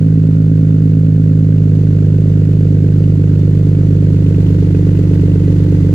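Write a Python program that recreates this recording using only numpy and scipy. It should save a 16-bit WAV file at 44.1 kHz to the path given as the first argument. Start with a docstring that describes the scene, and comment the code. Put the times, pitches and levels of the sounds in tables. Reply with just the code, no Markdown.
"""A six-cylinder car idles in a driveway, heard close to the mouth of its wide tailpipe.
From the start the exhaust booms on the firing orders, unequal puffs ring the pipe, gas rushes out and
each firing ticks, while the hiss and whine of the engine bay come from under the car.
After about a second and a half, sharper spits begin to crack now and then. Toward the end the fast idle
has sunk and the load has risen, so the exhaust lopes harder and the bay is louder."""
import sys
import numpy as np
from scipy import signal
from scipy.fft import rfft, irfft
from scipy.io import wavfile
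from scipy.ndimage import uniform_filter1d, minimum_filter1d

SR = 44100
rng = np.random.default_rng(int(sys.argv[2]) if len(sys.argv) > 2 else 0)


def persist_wave(psi):
    """Save psi, clipped to +-1, as 16-bit WAV."""
    counts = np.round(np.clip(psi, -1, 1) * 32767).astype(np.int16)
    wavfile.write(sys.argv[1], SR, np.atleast_2d(counts).T)


N = 261954
TIME = np.arange(N) / SR


def amp(db):
    return 10 ** (np.asarray(db) / 20)


def unit_rms(x):
    return x / np.sqrt(np.mean(x ** 2) + 1e-20)


def shaped_noise(spectrum):
    """Noise of rms 1 through an EQ curve, falling 40 dB an octave beyond its ends."""
    hz, db = np.transpose(spectrum)
    f = np.fft.rfftfreq(N, 1 / SR) + 1
    octaves_outside = np.maximum(np.log2(f / hz[-1]), 0) + np.maximum(np.log2(hz[0] / f), 0)
    eq_db = np.interp(np.log(f), np.log(hz), db) - 40 * octaves_outside
    return unit_rms(irfft(rfft(rng.standard_normal(N)) * amp(eq_db), N))


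def noise_band(centre_hz, half_width_hz):
    """A band of noise of rms 1; around 0 Hz it is a random drift."""
    f = np.fft.rfftfreq(N, 1 / SR)
    rolloff = np.sqrt(1 + ((f - centre_hz) / half_width_hz) ** 4)
    return unit_rms(irfft(rfft(rng.standard_normal(N)) / rolloff, N))


def pulse(firings, lag, width):
    """One smooth swell per firing; lag and width are in firing intervals."""
    return np.exp(-(((firings - lag + .5) % 1 - .5) / width) ** 2)


# The sinking idle: time_s, firing_rate_hz
IDLE_SPEED = [(0.0, 53.25), (0.6, 52.77), (0.9, 52.9), (1.2, 52.53), (1.55, 52.44), (1.9, 51.37),
              (2.4, 51.39), (2.9, 51.15), (3.3, 50.69), (3.8, 50.5), (4.1, 50.8), (4.3, 50.08),
              (4.7, 49.15), (5.0, 49.28), (5.4, 48.98), (5.94, 49.04)]
# The rising load: time_s, load_0_to_1
ENGINE_LOAD = [(0, 0.027), (1.35, 0.09), (1.9, 0.4), (3.0, .47), (4.05, .56), (4.45, 0.94), (5.94, 0.95)]


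def idle():
    """The engine slows as its load rises; gives the running count of firings and the load."""
    rate_hz = np.interp(TIME, *np.transpose(IDLE_SPEED))
    load = np.interp(TIME, *np.transpose(ENGINE_LOAD))
    return .251 + np.cumsum(rate_hz) / SR, load


# The boom's tones, the half orders from two unequal manifold branches: multiple_of_firing_rate
BOOM_ORDERS = [1, 1.5, 2, 2.5, 3, 3.5, 4, 5]
# Their balance, a row per tone: unloaded_db, loaded_db, knee_load_0_to_1 (where loaded_db is reached)
BOOM_LEVELS = [(-28, -22.5, .9), (-40, -39.5, .5), (-14, -11, .2), (-35.5, -28.5, 0.2), (-10.5, -14, 0.95),
               (-34, -15.5, .95), (-25.5, -31, 0.8), (-27, -46, .36)]


def exhaust_boom(firings, load):
    """The silencer passes the low firing orders as tones; load shifts their mix, the crank trembles."""
    trembling = firings + .003 * noise_band(0, 18)
    tones = np.zeros(N)
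    for order, (unloaded_db, loaded_db, knee) in zip(BOOM_ORDERS, BOOM_LEVELS):
        level = np.interp(load, [0, knee], amp([unloaded_db, loaded_db]))
        smear_rad = .55 * (order - 2) ** 2  # the chambers hold the lower tones back longer
        tones += level * np.cos(2 * np.pi * order * trembling + smear_rad)
    return np.sqrt(2) * tones * amp(.13 * noise_band(0, 18))


# The lope, a row per cylinder in firing order: lag_intervals, puff_db, tilt_db_per_octave,
# full_load_gain_db, full_load_extra_lag_intervals, branch_ring_hz, full_load_ring_db
CYLINDERS = [(0.965, -1.9, -3.9, -1.2, 0.077, 481, 9.6), (0.639, -4.8, -4.6, 3.4, 0.056, 464, 4.6),
             (0.607, -9.1, 2.8, 0.8, 0.104, 328, 14.0), (0.605, -0.1, -5.2, -12.3, 0.055, 283, 14.0),
             (0.594, -5.7, -2.2, 3.8, 0.124, 429, 8.9), (0.793, -3.5, -5.7, 2.1, 0.073, 232, 3.5)]
# The tailpipe's ring: pitch_hz, gain_db, t60_s
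PIPE_MODES = [(206, -8.1, 0.098), (288, 6.6, 0.158), (342, -0.5, 0.108), (407, 2.9, 0.049),
              (473, -4.8, 0.039), (545, -23.1, 0.088), (656, -13.3, 0.083)]


def exhaust_burble(firings, load):
    """Each cylinder's puff rings its manifold branch, then the pipe: a lope six firings long."""
    scatter_db, jitter_intervals, branch_width_hz = .9, .006, 70
    f = np.fft.rfftfreq(SR // 2, 1 / SR) + 1
    pipe = sum(amp(db) * hz / ((1j * f + np.log(1000) / (2 * np.pi * t60)) ** 2 + hz ** 2)
               for hz, db, t60 in PIPE_MODES)
    silencer = 1 / np.sqrt((1 + (200 / f) ** 12) * (1 + (f / 635) ** 16))  # passes 200-635 Hz
    puffs, pre_roll = np.zeros(N + SR), SR // 20
    for k, (size, late) in enumerate(rng.standard_normal((int(firings[-1]) + 1, 2))):
        lag, puff_db, tilt, load_db, load_lag, ring_hz, ring_db = CYLINDERS[k % len(CYLINDERS)]
        effort = np.interp(k, firings, load)
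        start_s = np.interp(k + lag + load_lag * effort + jitter_intervals * late, firings, TIME)
        level_db = puff_db + load_db * effort + scatter_db * size
        tilt_db = tilt * np.log2(f / 300)
        branch_db = ring_db * (.3 + .7 * effort) * np.exp(-((f - ring_hz) / branch_width_hz) ** 2)
        puff = irfft(pipe * silencer * amp(level_db + tilt_db + branch_db))
        puffs[round(start_s * SR):][:len(puff)] += np.roll(puff, pre_roll)
    soften_db = np.interp(load, [0, .35], [-2.2, 0])  # the unloaded engine puffs more softly
    return amp(-20 + soften_db) * unit_rms(puffs[pre_roll:][:N])


# EQ of the dark rush in the pipe: frequency_hz, gain_db
GAS_EQ = [(12, -17.5), (25, -3.5), (45, -8), (100, -2), (170, -5.5), (240, -6), (300, -6), (420, -5),
          (520, -5.5), (640, -13.5), (760, -28), (1100, -45)]


def gas_rush(firings, load):
    """Turbulence surges out of the pipe with each puff."""
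    surge = .5 + pulse(firings, lag=.9, width=1.0)
    return amp(-36 + 3 * load) * unit_rms(shaped_noise(GAS_EQ) * surge)


# The pings that make up a tick: pitch_hz, half_length_s, level_db, full_load_gain_db
TICK_PINGS = [(1482, 0.0022, -40.5, 0.5), (1890, 0.0021, -55, 7), (3050, 0.0009, -46.5, 7)]


def firing_ticks(firings, load):
    """The front of each puff pings at the pipe's mouth, never twice the same."""
    scatter_db, jitter_intervals = 1.4, .015
    ticks = np.zeros(N)
    offsets = np.arange(-SR // 100, SR // 100)
    t = offsets / SR
    draws = rng.standard_normal((int(firings[-1]), 2 + len(TICK_PINGS)))
    for k, (size, late, *ping_sizes) in enumerate(draws):
        centre = np.searchsorted(firings, k + .85 + jitter_intervals * late)
        span = np.clip(centre + offsets, 0, N - 1)
        for (hz, half_length_s, db, load_db), ping_size in zip(TICK_PINGS, ping_sizes):
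            pitch_hz = hz * rng.uniform(.85, 1.066)
            ping = np.exp(-(t / half_length_s) ** 2) * np.cos(2 * np.pi * (pitch_hz * t + rng.random()))
            ticks[span] += amp(db + load_db * load[centre] + scatter_db * (size + ping_size)) * ping
    return np.sqrt(2) * ticks


# The whine's tones: multiple_of_firing_rate
WHINE_ORDERS = [18, 42, 88.4]
# Their balance, a row per tone: unloaded_db, full_load_gain_db
WHINE_LEVELS = [(-69.5, 16.5), (-71, 16.5), (-79.5, 12)]


def belt_whine(firings, load):
    """Belt-driven parts sing on high multiples of the engine speed, more so under load."""
    tones = np.zeros(N)
    for order, (db, load_db) in zip(WHINE_ORDERS, WHINE_LEVELS):
        waver_rad = .25 * noise_band(0, 4.1)
        tones += amp(db + load_db * load) * np.cos(2 * np.pi * order * firings + waver_rad)
    return np.sqrt(2) * tones


# EQ of the engine bay's hiss: frequency_hz, gain_db
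HISS_EQ = [(300, -5), (750, 1), (1000, 1.5), (1350, -0.5), (2000, -2), (2400, -3.5), (3600, -7.5),
           (4800, -7.5), (5300, -13), (6000, -10), (7600, -12.5), (8700, -20), (11700, -21), (15700, -20.5)]
# Thin steady whistles on top: pitch_hz, width_hz, level_against_hiss_db
BAY_WHISTLES = [(1948, 45, -14), (3580, 15, -20.5), (4170, 29, -22.5), (9700, 150, -26.5),
                (10120, 190, -27.5), (11700, 300, -27.5)]


def bay_hiss(firings, load):
    """Fan and intake give a fluttering hiss with thin whistles, louder under load."""
    unloaded_db, load_db = -48.5, 5.7
    flutter = amp(1.1 * noise_band(0, 60)) * (1 + .15 * pulse(firings, lag=.8, width=.25))
    whistles = sum(amp(db) * noise_band(hz, width_hz / 2) for hz, width_hz, db in BAY_WHISTLES)
    return amp(unloaded_db + load_db * load) * (flutter * shaped_noise(HISS_EQ) + whistles)


# Sharp accents at the pipe's mouth: centre_s, envelope_peak_db
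SPITS = [(1.582, -37), (1.817, -44), (2.2993, -44), (2.5138, -45), (3.0416, -38), (3.573, -41),
         (3.7515, -42), (4.265, -39), (4.3855, -41), (4.4055, -45), (4.668, -43), (5.2975, -42)]


def pipe_spits():
    """Now and then a puff leaves with a drier, louder crack."""
    half_length_s = .0014
    bursts = sum(amp(db) * np.exp(-((TIME - centre_s) / half_length_s) ** 2) for centre_s, db in SPITS)
    return bursts * noise_band(3050, 400)


def place(x, left_lead_ms, right_db):
    """Stereo placement: the sound arrives first on the left and is right_db louder on the right."""
    delayed = np.interp(TIME - left_lead_ms / 1000, TIME, x)
    return np.array([x * amp(-right_db / 2), delayed * amp(right_db / 2)])


def scene():
    """Speed and load drive the exhaust, its ticks and the engine bay; spits land on top."""
    firings, load = idle()
    boom = place(exhaust_boom(firings, load), left_lead_ms=.11, right_db=1.8)
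    puffs = place(exhaust_burble(firings, load) + gas_rush(firings, load), left_lead_ms=.185, right_db=2)
    whine = place(belt_whine(firings, load), left_lead_ms=.14, right_db=0)
    # scattered under the car, the hiss is different on each side
    hiss = np.array([bay_hiss(firings, load), amp(1.06) * bay_hiss(firings, load)])
    cracks = place(firing_ticks(firings, load) + pipe_spits(), left_lead_ms=.45, right_db=.2)
    return boom + puffs + whine + hiss + cracks


def record(dry):
    """A smooth limiter holds the boom's crests under full scale; a steep low-pass trims the top."""
    ceiling, hold, cutoff_hz = .99, SR // 40, 15720
    allowed = minimum_filter1d(ceiling / np.maximum(abs(dry).max(0), ceiling), hold)
    gain = uniform_filter1d(uniform_filter1d(allowed, hold // 2), hold // 2)
    low_pass = signal.firwin(1023, cutoff_hz, window=("kaiser", 9), fs=SR)
    return signal.oaconvolve(dry * gain, low_pass[None], "same")


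dry = scene()
out = record(dry)
persist_wave(out)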